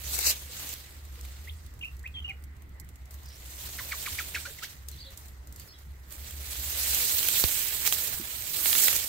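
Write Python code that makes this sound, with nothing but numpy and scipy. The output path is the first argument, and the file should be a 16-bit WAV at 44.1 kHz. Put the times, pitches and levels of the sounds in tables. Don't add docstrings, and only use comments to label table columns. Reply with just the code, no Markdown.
import sys
import numpy as np
from scipy import signal
from scipy.io import wavfile
from scipy.ndimage import uniform_filter1d

SR = 44100
rng = np.random.default_rng(int(sys.argv[2]) if len(sys.argv) > 2 else 0)


def master_out(mix):
    frames = np.transpose(np.atleast_2d(mix))
    ceiling = np.clip(frames, -1, 1)
    pcm = np.round(ceiling * 32767).astype(np.int16)
    wavfile.write(sys.argv[1], SR, pcm)


def to_linear_factor(level_db):
    exponent = np.asarray(level_db, float) / 20
    return 10 ** exponent


N = 400428

# time [s], effort [dB], left minus right [dB].
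PUSHING = [(0.0, -50, -5.5), (0.16, -28.5, 2), (0.38, -54, 0), (0.839, -58, -1), (1.7, -66.5, -2),
           (2.76, -71.5, -3), (3.1, -65.5, -0.5), (3.64, -41.5, -1), (4.15, -38, -2), (4.78, -59.5, -2),
           (5.36, -65, 0.5), (6.02, -66.5, -3.5), (6.5, -38.5, -2.5), (6.93, -27.5, -2.5),
           (7.42, -28.5, -5), (8.27, -42.5, -5), (8.52, -41, -5), (9.08, -35, -4)]
# peak [s], level [dB], rise [s], fall [s], both over 20 dB, woody scrape [dB].
FLICKS = [(0.272, -22, 0.056, 0.0468, 9), (0.303, -22.5, .06, 0.0329, 5), (0.37, -41.5, 0.087, .2, 0),
          (0.07, -40.5, 0.14, 0.06, 2), (0.21, -34, 0.09, 0.0954, 7), (0.6, -39, 0.23, 0.36, 2.5),
          (0.73, -39.5, 0.23, 0.06, 1.5), (1.25, -52.5, .25, 0.64, 2.5), (1.46, -59, .3, .1, 0),
          (1.86, -58, .1, 0.18, -2), (8.33, -46, .15, 1, 7), (3.115, -53, .012, 0.2, -7),
          (3.145, -54, .05, .03, -5), (4.4, -44, .12, 0.28, 6.5), (4.13, -42, 0.11, 0.2, 11),
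          (4.7, -50, .06, .1, 0.5), (7.13, -32, .1, 0.5, -5), (4.59, -51, .03, .06, 5),
          (4.94, -57, .08, .15, 9), (6.18, -50.5, .08, 0.7, 2), (6.12, -46, .04, 0.2, -3),
          (7.36, -30.5, 0.2, 0.1, 9), (7.74, -35, 0.13, 0.3, 5), (7.93, -27, .015, 0.08, 2.5),
          (4.64, -42.5, .04, .06, 9), (4.9, -54.5, 0.038, 0.37, -1), (4.72, -52, .2, .08, 1),
          (5.12, -53, .05, 0.2, -1), (5.185, -50.5, 0.032, .15, -3.5), (5.285, -57, .15, .05, -3),
          (5.61, -50.5, 0.092, .12, -2), (5.68, -52.5, .2, .04, -6), (5.79, -57, .03, 0.2, -4),
          (6.12, -49, 0.066, 0.5, -4), (6.3, -43.5, 0.11, 0.1, 0.5), (7.868, -24.5, 0.032, 0.05, 3),
          (8.05, -32, 0.68, 0.36, -1), (8.6, -32, 0.077, 0.1, -3), (8.68, -25.5, 0.15, 0.35, -3),
          (8.85, -21.5, 0.41, 0.26, 0)]
# frequency [Hz], level [dB per Hz].
REED_COLOUR = [(88, -9.5), (150, -16), (235, -13), (309, -12), (1040, -11.5), (2270, -2), (4080, 0.5),
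               (5360, -3.5), (8400, -1.5), (9630, -8.5), (11700, -4), (14500, -1.5), (16000, -5)]
# frequency [Hz], level [dB].
PORT_FACING = [(300, 2.5), (1000, 4), (2400, -3.5), (6000, 1.5), (9000, -3.5), (14000, -2)]
# from [s], to [s], from [Hz], to [Hz], width [Hz], depth [share].
ECHO_DIP = (0.12, 0.315, 2950, 3450, 420, 1.05)
# time [s], level [dB].
HUM_LEVEL = [(0.0, -43), (0.07, -38), (0.88, -51), (1.09, -38.5), (1.72, -42), (4.55, -45.5), (4.68, -56),
             (4.88, -36.5), (4.99, -47.5), (5.6, -41.5), (5.69, -62), (5.87, -35), (6.07, -48), (6.2, -40),
             (6.9, -39.5), (7.4, -52.5), (8.98, -49), (9.08, -56)]
# frequency [Hz], level [dB per Hz].
HUSH_COLOUR = [(12, -44), (30, -10), (70, -3), (91, -9.5), (123, -14.5), (198, -25), (285, -22.5),
               (527, -32.5), (1330, -31), (1960, -34), (5080, -57), (14300, -59.5), (16000, -42)]
# frequency [Hz], left-right correlation [-1 to 1].
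LIKENESS = [(60, 0.82), (240, 0.89), (950, -0.12), (3770, -0.16), (15000, -0.049)]
# frequency [Hz], width [Hz], level [dB].
PORT_RINGS = [(2020, 150, 8.5), (9500, 500, -5.)]
# time [s], peak [dB], hollow body [dB], left minus right [dB].
SNAPS = [(1.156, -45, 0, -2), (1.1907, -46, 1, -2), (1.2101, -37, -19, -1), (1.25, -38, -4, 1),
         (1.6631, -45, -14, -6), (1.9669, -46, -16, -4), (1.993, -44, -20, -3), (2.0742, -43, -1, -4),
         (2.2947, -45, -15, -11), (2.4385, -41.5, -8, -8), (2.565, -53, -12, -6), (2.692, -52, -12, -6),
         (2.6204, -47, -7, -9), (2.7984, -35.5, -12, -6), (2.8893, -42.5, -9, -10), (2.957, -46, -8, -9),
         (3.055, -48, -12, -4.5), (3.108, -40, -17, 5.5), (3.232, -46, -13, -4.5), (3.259, -42, -10, -2),
         (4.885, -29, -29, 0), (4.914, -37, -14, 0), (5.1058, -43, -14, -5), (5.174, -34, -31, -4),
         (5.472, -39.5, -10, 0), (5.5243, -39, -21, -.4), (5.5603, -37, -14, -3), (5.597, -34, -6, -1),
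         (5.787, -45, -12, 1), (0.9226, -45, -10, -4), (1.0508, -44, -10, -5), (1.124, -47, -8, -4),
         (1.5382, -51, -9, -2), (1.7377, -46, -9, -3), (1.7916, -46.5, -6, -6), (1.8484, -47, -8, 0),
         (2.0295, -48, -8, -5), (4.186, -36, -3, -3), (2.4241, -55, -12, -6), (2.8452, -50, -11.5, -9),
         (3.2877, -43, -10, -1), (4.3463, -32, -7, -4), (4.634, -30.5, -10, -5), (4.9589, -45, -6, -3),
         (5.2567, -44, -14, -3), (5.2826, -42, -14, -2), (4.085, -38, 6, -3), (5.9192, -53, -10, -2),
         (3.141, -40, -17, 0)]
# time [s], peak [dB], hollow body [dB], left minus right [dB].
CRACKS = [(0.1504, -26, -23, 8), (0.1895, -13.5, -8.5, 4), (0.2515, -24, -8, 3), (0.2687, -24, -14, -12),
          (0.2834, -26, -26, -6), (0.297, -24, -16, 1), (0.31, -16, -22, -4), (0.691, -26.5, -25, -6),
          (0.738, -27, -22, -6), (6.107, -39, -22, -7), (6.1235, -34, -14, -10), (6.3087, -32, -8, -6),
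          (6.8334, -27, -22, -1), (6.9466, -14, -20, -4.5), (7.044, -22, -20, -3), (7.286, -10, -4.5, -2),
          (7.399, -16, -6, 2), (7.4393, -12.5, 2, -6.5), (7.4944, -25, -19, -1), (7.684, -22, -8, -6.5),
          (8.752, -18, 0, -4), (7.864, -16, -8, -8), (7.875, -12, -5.5, -10), (7.9247, -11.5, 0.5, -7),
          (8.657, -21, 3, -7), (8.7295, -13.5, -0.5, -5), (8.872, -17, -10, -1), (8.8822, -8, -2.5, -6),
          (8.929, -19, -2, -2), (8.966, -16.5, -14, -5), (0.209, -27, -12, 3), (0.358, -32, -14, 0),
          (0.379, -34, -14, 0), (0.457, -41, -14, 0), (0.712, -33, -20, -7), (6.555, -32, 1, -3),
          (7.185, -17, -12, -5), (7.229, -18, -4, -7), (7.295, -22, -12, -4), (7.725, -28, 0, -6),
          (7.852, -20.5, -12, -8), (8.0726, -22, -13, -7), (8.422, -27, -8, -6), (8.837, -15, -8, -10),
          (8.998, -26, -8, -8), (7.017, -23, -3, -4), (7.052, -21, -18, -2), (7.065, -21, -12, -4),
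          (8.963, -16, -16, -5), (8.844, -18, -14, -6)]
# time [s], peak [dB], pitch [Hz], t60 [s],
# left minus right [dB].
KNOCKS = [(7.441, -23.5, 70, 0.076, -28), (7.44, -22, 360, 0.0078, -23.5), (8.194, -35, 185, 0.06, -4),
          (8.194, -36, 340, 0.09, -5), (8.214, -39, 225, 0.06, -4), (8.216, -41, 354, 0.056, -4),
          (4.47, -44.5, 560, .12, -2), (4.5, -47, 430, .1, -2), (1.17, -50, 480, .15, -1),
          (0.49, -47, 500, .12, 0), (0.298, -35, 600, 0.056, 0), (4.452, -36, 2400, 0.044, -2)]
# time [s], peak [dB], pitch [Hz], t60 [s], left minus right [dB].
HOOTS = [
    (5.045, -43, 540, 0.2, 4),
    (2.27, -42, 780, 0.17, 0),
]
# from [s], to [s], jerks [per s], ring [Hz].
CREAK = (3.255, 3.37, 330, 5300)
# start [s], length [s], from [Hz], to [Hz], level [dB].
CHIRPS = [(1.472, .016, 1870, 2270, -47), (1.487, 0.015, 2300, 3900, -41.5),
          (1.81, 0.0097, 2710, 2910, -41), (1.822, 0.019, 3100, 2400, -40),
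          (1.833, 0.034, 2404, 2910, -37.5), (1.869, 0.022, 2720, 2730, -47),
          (2.039, 0.015, 1690, 2320, -47.5), (2.051, .012, 1950, 2300, -44),
          (2.057, 0.019, 2400, 2700, -38), (2.072, .02, 2650, 2610, -48), (2.138, .04, 3380, 3050, -43),
          (2.275, 0.047, 2950, 2800, -41), (2.165, .045, 3200, 3060, -41.5), (2.22, .012, 3150, 3100, -50),
          (2.241, 0.029, 2810, 2960, -37.5), (2.278, 0.043, 2900, 2000, -40),
          (2.165, .007, 2950, 2100, -47), (2.182, 0.0056, 2100, 2900, -49), (2.285, .03, 2500, 2350, -44)]
# time of top pitch [s], top [Hz], resting [Hz], level [dB].
CLUCKS = [
    (3.793, 2220, 980, -37.5),
    (3.922, 2435, 1052, -33.5),
    (4.065, 2500, 1000, -36.5),
    (4.191, 2483, 1252, -33.5),
    (4.353, 2800, 1334, -31),
]
# start [s], length [s], from [Hz],
# to [Hz], level [dB].
SQUEAKS = [
    (4.451, 0.022, 1400, 1800, -40.5),
    (4.472, .007, 1600, 1350, -47),
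    (4.584, 0.012, 2150, 1700, -46),
    (4.496, .006, 1700, 1600, -50),
    (4.621, 0.031, 1292, 2664, -41),
    (4.353, .016, 4300, 2600, -43),
    (4.366, 0.023, 2200, 2500, -45),
    (4.638, .012, 3100, 5600, -45),
]
# start [s], length [s], from [Hz], to [Hz], level [dB].
TWITTER = [(4.919, 0.017, 4250, 4020, -55), (4.982, .014, 4300, 4950, -52), (5.6, .012, 5100, 4100, -55),
           (5.078, .016, 3600, 3900, -56), (4.972, 0.018, 3130, 4690, -56), (4.988, 0.014, 4550, 3600, -52),
           (5.0, .014, 3600, 3200, -59), (5.086, 0.0074, 4400, 3400, -55), (5.001, 0.023, 4800, 4360, -46),
           (5.023, .01, 4100, 4430, -50), (5.036, 0.025, 3250, 4000, -55), (5.052, 0.018, 3900, 3210, -52),
           (5.064, 0.018, 4450, 3580, -51), (5.676, 0.016, 5550, 4900, -54), (5.69, 0.012, 4450, 4200, -54),
           (5.7, .016, 4050, 4450, -60), (5.575, .035, 3900, 4900, -65), (5.72, .03, 3100, 4000, -65),
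           (5.69, 0.05, 4950, 5000, -63), (5.69, .06, 5450, 5400, -64), (5.736, 0.014, 3350, 3300, -62),
           (5.752, .014, 3450, 3150, -59), (5.73, .05, 3950, 3700, -65), (5.77, .04, 5100, 4900, -70)]

SPACING = 21
STEM_DB, LITTER_DB = -8.5, -18
STEM_SHARE, LITTER_SHARE = 0.86, 0.62
TIP_DB, TIP_DB_PER_PAN, TIP_PAN = -3.6, -0.78, 1.2
HUSH_DB = -60
STEM_HZ, STEM_SPREAD = 3760, 0.271
SNAP_RISE_S, SNAP_T60 = .005, .017
CRACK_RISE_S, CRACK_T60 = .0015, .011
KNOCK_RISE, HOOT_RISE = 0.087, 0.26
LEAP_S, SINK_S, TAIL_S, FADE_DB = .009, .006, .025, -14.5


def evened(x):
    return x / np.sqrt(np.mean(x ** 2) + 1e-20)


def read(points, hz):
    f, value = np.transpose(points)
    return np.interp(np.log(hz + 1), np.log(f + 1), value)


def add(mix, s, sound, pan_db, lag):
    for ear, side in zip(mix, (1, -1)):
        part = ear[round(s * SR + max(-side * lag, 0)):][:len(sound)]
        part += to_linear_factor(side * pan_db / 2) * sound[:len(part)]


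def lowpass(hz):
    return signal.butter(2, hz, fs=SR, output="sos")


def band(x, lo_hz, hi_hz):
    return signal.sosfilt(signal.butter(2, [lo_hz, hi_hz], "bandpass", fs=SR, output="sos"), x)


def split(x, low_hz, high_hz):
    low, below = (signal.sosfiltfilt(lowpass(hz), x) for hz in (low_hz, high_hz))
    return low, below - low, x - below


def causal(points):
    hz = abs(np.fft.fftfreq(4096, 1 / SR))
    log_gain = np.log(to_linear_factor(np.maximum(read(points, hz), -100)))
    return np.fft.ifft(np.exp(np.conj(signal.hilbert(log_gain)))).real[:1024]


def drift(rate_hz):
    return evened(signal.sosfilt(lowpass(rate_hz), rng.standard_normal(N)))


def patchy(noise, across_hz, across_time):
    return evened(uniform_filter1d(uniform_filter1d(noise, size=across_hz, axis=0), size=across_time, axis=1))


def ring(hz, t60, size=3000):
    t = np.arange(size) / SR
    return to_linear_factor(-60 * t / t60) * np.sin(2 * np.pi * hz * t)


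def effort():
    t = np.linspace(0, N / SR, num=6000)
    s, db, pan_db = np.transpose(PUSHING)
    power, wood = to_linear_factor(2 * np.interp(t, s, db)), 0
    for peak, flick_db, rise, fall, wood_db in FLICKS:
        flick = to_linear_factor(2 * (flick_db - 20 * np.maximum((peak - t) / rise, (t - peak) / fall)))
        power = power + flick
        wood = wood + wood_db * flick
    curves = (10 * np.log10(power), wood / power, np.interp(t, s, pan_db))
    return (np.interp(np.arange(N) / SR, t, curve) for curve in curves)


def crackle(per_s, spread_db, count=12):
    chance = per_s / SR * to_linear_factor(2.8 * drift(35))
    size = to_linear_factor(spread_db * np.minimum(rng.exponential(1, N), 3.8))
    size = size * (rng.random(N) < chance) * rng.choice([-1, 1], N)
    place, out = rng.integers(0, count, N), np.zeros((2, N))
    splinter_fade = to_linear_factor(-60 * np.arange(300) / SR / .002)
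    for k, hz in enumerate(np.geomspace(500, 14000, count)):
        grain = .7 * evened(ring(hz, 4.0 / hz, size=300)) / np.sqrt(300)
        grain += .15 * rng.standard_normal(300) * splinter_fade
        grain[0] += 1
        clicks = signal.oaconvolve(size * (place == k), grain)[:N]
        add(out, 0, clicks, rng.normal(0, 3.5), rng.integers(-SPACING, SPACING))
    return evened(out)


def swish():
    z = signal.stft(rng.standard_normal((2, N)), nperseg=256)[2]
    patches = patchy(rng.standard_normal(z.shape[1:]), 9, 12)
    wash = signal.istft(z * to_linear_factor(2.0 * patches), nperseg=256)[1][:, :N]
    return evened(wash * to_linear_factor(1.2 * drift(25) + .4 * drift(6.0)))


def reeds():
    blade_db, wood_db, pan_db = effort()
    excess_db = blade_db + 35
    stem_db = STEM_DB + wood_db + (STEM_SHARE - 1) * excess_db
    litter_db = LITTER_DB + (LITTER_SHARE - 1) * excess_db
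    rub = to_linear_factor(-4.5) * crackle(1500, 3.0) + swish()
    rub = signal.oaconvolve(rub, causal(REED_COLOUR)[None])[:, :N]
    litter, stems, blades = split(rub, 1820, 7540)
    litter = litter + 0.14 * litter[::-1]
    leaves, tips = split(blades, 200, 11600)[1:]
    tip_db = TIP_DB + TIP_DB_PER_PAN * np.minimum(pan_db, -1) + .6 * drift(14)
    tip_db = tip_db + np.outer([TIP_PAN, -TIP_PAN], 1)
    blades = leaves + tips * to_linear_factor(tip_db)[::-1]
    rub = evened(blades) + to_linear_factor(stem_db) * evened(stems) + to_linear_factor(litter_db) * evened(litter)
    rub[0] = signal.oaconvolve(rub[0], causal(PORT_FACING))[:N]
    return to_linear_factor(blade_db + 1.37) * rub * to_linear_factor(np.outer([.5, -.5], pan_db))


def dipped(x):
    start, end, from_hz, to_hz, width, depth = ECHO_DIP
    at = slice(round(start * SR), round(end * SR))
    u = np.linspace(0, 1, num=at.stop - at.start)
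    turn = np.exp(2j * np.pi * np.cumsum(from_hz + (to_hz - from_hz) * u) / SR)
    smooth = np.hanning(round(SR / width))[None]
    slow = signal.fftconvolve(x[:, at] / turn, smooth / smooth.sum(), "same", axes=1)
    swell = depth * np.sqrt(u) * np.minimum(20 * (1 - u), 1)
    echo = np.zeros_like(x)
    echo[:, at] = swell * 2 * (turn * slow).real
    return x - echo


def hum():
    s, db = np.transpose(HUM_LEVEL)
    turn = 2 * np.pi * np.cumsum(69.5 + 2.8 * drift(2.5)) / SR
    beside = 2 * np.pi * np.cumsum(57.0 + 1.72 * drift(1.04)) / SR
    tone = np.sin(turn) * (1 + 0.39 * drift(10.7)) + 0.33 * np.sin(beside) + 0.028 * np.sin(2 * turn)
    tone += 0.21 * evened(band(rng.standard_normal(N), 43, 82.0))
    tone = to_linear_factor(np.interp(np.arange(N) / SR, s, db)) * evened(tone)
    return np.array([tone, np.roll(tone, SPACING)]) * to_linear_factor([[-.5], [.5]])


def hush():
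    hz = np.fft.rfftfreq(1024, 1 / SR)
    a, b, c, d, patches = rng.standard_normal((N // 256 + 5, 513, 5)).T
    patches = patchy(patches, 10, 14)
    same = np.clip(read(LIKENESS, hz), -1, 1)[:, None]
    left = a + 1j * b
    z = np.array([left, same * left + np.sqrt(1 - same ** 2) * (c + 1j * d)])
    port_db = sum(db / (1 + ((hz - f) / width) ** 2) for f, width, db in PORT_RINGS)
    colour = to_linear_factor(read(HUSH_COLOUR, hz) + port_db)
    z *= colour[:, None] * to_linear_factor(2.1 * patches)
    above_hum = np.linalg.norm(colour[3:]) / np.linalg.norm(colour)
    air = evened(signal.istft(z, nperseg=1024, noverlap=768)[1][:, :N])
    return to_linear_factor(HUSH_DB + 2.5) / above_hum * air * to_linear_factor([[-.7], [.7]])


def snaps():
    out, t = np.zeros((2, N + 900)), np.arange(900) / SR
    colour = causal(REED_COLOUR)

    def burst(rise, t60):
        return (1 - to_linear_factor(-60 * t / rise)) * (to_linear_factor(-60 * t / t60) + to_linear_factor(-60 * t / .004))

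    soft = burst(SNAP_RISE_S, SNAP_T60) + .17 * to_linear_factor(-60 * t / .1) * np.minimum(t / .003, 1)
    sharp = burst(CRACK_RISE_S, CRACK_T60) + .13 * to_linear_factor(-60 * t / .08)
    for rows, shape in ((SNAPS, soft), (CRACKS, sharp)):
        for s, db, ring_db, pan_db in rows:
            noise = rng.standard_normal((2, 900))
            crack = signal.oaconvolve(noise * shape, colour[None])[:, :900]
            high, low = band(crack, 5000, 16300), band(.5 * crack[0] + crack, 540, 4500)
            stem_hz = STEM_HZ * np.exp(STEM_SPREAD * noise[0, 0])
            low = low / abs(low).max() + 0.35 * ring(stem_hz, 0.0093, size=900)
            sound = high / abs(high).max(axis=1, keepdims=True) + to_linear_factor(ring_db) * low
            out[:, round(s * SR):][:, :900] += to_linear_factor(db + 3 + np.outer([.5, -.5], pan_db)) * sound
    return out[:, :N]


def knocks_and_hoots():
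    out, t = np.zeros((2, N)), np.arange(5000) / SR
    for rows, share in ((KNOCKS, KNOCK_RISE), (HOOTS, HOOT_RISE)):
        for s, db, hz, t60, pan_db in rows:
            swell = np.sin(np.pi / 2 * np.minimum(t / (share * t60), 1)) ** 2
            add(out, s, to_linear_factor(db) * ring(hz, t60, size=5000) * swell, pan_db, 0)
    return out


def creak():
    out = np.zeros((2, N))
    start, end, per_s, hz = CREAK
    jerks = rng.standard_normal((40, 3))
    for s, (late, pitch, size) in zip(np.arange(start, end, 1 / per_s), jerks):
        jerk = to_linear_factor(-48.5 + 2.5 * size) * ring(hz * (1 + .09 * pitch), .011, size=900)
        add(out, s + .004 * late, jerk, -2.5, 8)
    return out


def glide(s, length, from_hz, to_hz, db, bend, fade_db):
    u = np.linspace(0, 1, num=24)
    hz = from_hz + (to_hz - from_hz) * u ** bend
    return np.transpose([s + length * u, hz, db + fade_db * (2 * u - .9) ** 2])


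def cluck(s, top_hz, rest_hz, db):
    t = np.linspace(-LEAP_S, TAIL_S, num=34)
    lift = np.where(t < 0, 1 + t / LEAP_S, np.exp(-np.maximum(t, 0) / SINK_S))
    fade = np.where(t < 0, 1.1 * (t / LEAP_S) ** 2, (abs(t) / TAIL_S) ** 1.14)
    return np.transpose([s + t, rest_hz + (top_hz - rest_hz) * lift, db + FADE_DB * fade])


def call(rows, overtone, rasp, breath_db):
    s, hz, db = np.transpose(rows)
    t = np.arange(s[0], s[-1], 1 / SR)
    pitch = np.interp(t, s, hz)
    turn = 2 * np.pi * np.cumsum(pitch) / SR
    slow, fast = rng.standard_normal((2, len(t)))
    flow = 1 + rasp * evened(uniform_filter1d(uniform_filter1d(slow, size=70), size=70))
    tone = np.sin(turn) + overtone * np.sin(2 * turn) + overtone ** 2 * np.sin(3 * turn)
    puffs = (1 + np.cos(turn)) * (pitch / hz.mean())
    breath = to_linear_factor(breath_db) * evened(band(fast, 2300, 5600)) * puffs
    voice = flow * np.sqrt(2) * tone + breath
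    return s[0], to_linear_factor(np.interp(t, s, db)) * voice * signal.windows.tukey(len(t), .2)


def birds():
    near, mid, far = np.zeros((3, 2, N))
    for row in CHIRPS:
        add(mid, *call(glide(*row, bend=1.1, fade_db=-6), 0.014, 0.4, -31), -1.5, 22)
    for row in CLUCKS:
        s, top_hz, _, db = row
        add(near, *call(cluck(*row), .22, .42, -12), -2.5, lag=1)
        catch = glide(s - .013, .011, 1.08 * top_hz, .85 * top_hz, db - 15, bend=1, fade_db=-3)
        add(near, *call(catch, .1, .8, -8), -2.5, lag=1)
    for row in SQUEAKS:
        add(near, *call(glide(*row, bend=2.5, fade_db=-7), .12, .25, -7), -2.5, lag=1)
    for row in TWITTER:
        add(far, *call(glide(*row, bend=0.915, fade_db=-3.5), .02, 0.45, -15), -1.5, 12)
    t = np.arange(9000) / SR
    tail = rng.standard_normal((2, 9000)) * to_linear_factor(-60 * t / .22) * (t > .004)
    tail /= np.linalg.norm(tail[0])
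    t = t[:2000]
    thicket = rng.standard_normal((2, 2000)) * to_linear_factor(-60 * t / 0.1) * (t > .003)
    thicket = .5 * thicket + 1.6 * band(thicket, 1600, 4600)
    thicket /= np.linalg.norm(thicket[0])
    near += to_linear_factor(-13) * signal.oaconvolve(near, thicket, axes=1)[:, :N]
    mid = mid + to_linear_factor(-19) * signal.oaconvolve(mid, thicket[::-1], axes=1)[:, :N]
    far = to_linear_factor(-1.5) * far
    scattered = to_linear_factor(-22) * near + to_linear_factor(-14) * mid + to_linear_factor(-1.5) * far
    return near + mid + far + signal.oaconvolve(scattered, tail, axes=1)[:, :N]


def scene():
    rustle = reeds() + snaps() + knocks_and_hoots() + creak()
    return dipped(rustle) + birds() + hum() + hush()


def top_cut(x):
    return signal.sosfilt(signal.butter(12, 16980, fs=SR, output="sos"), x)


def record(dry):
    edge = signal.firwin(511, [38, 15790], pass_zero=False, window=("kaiser", 4), fs=SR)
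    mix = signal.oaconvolve(dry, edge[None], "same")
    return top_cut(mix)


dry = scene()
out = record(dry)
master_out(out)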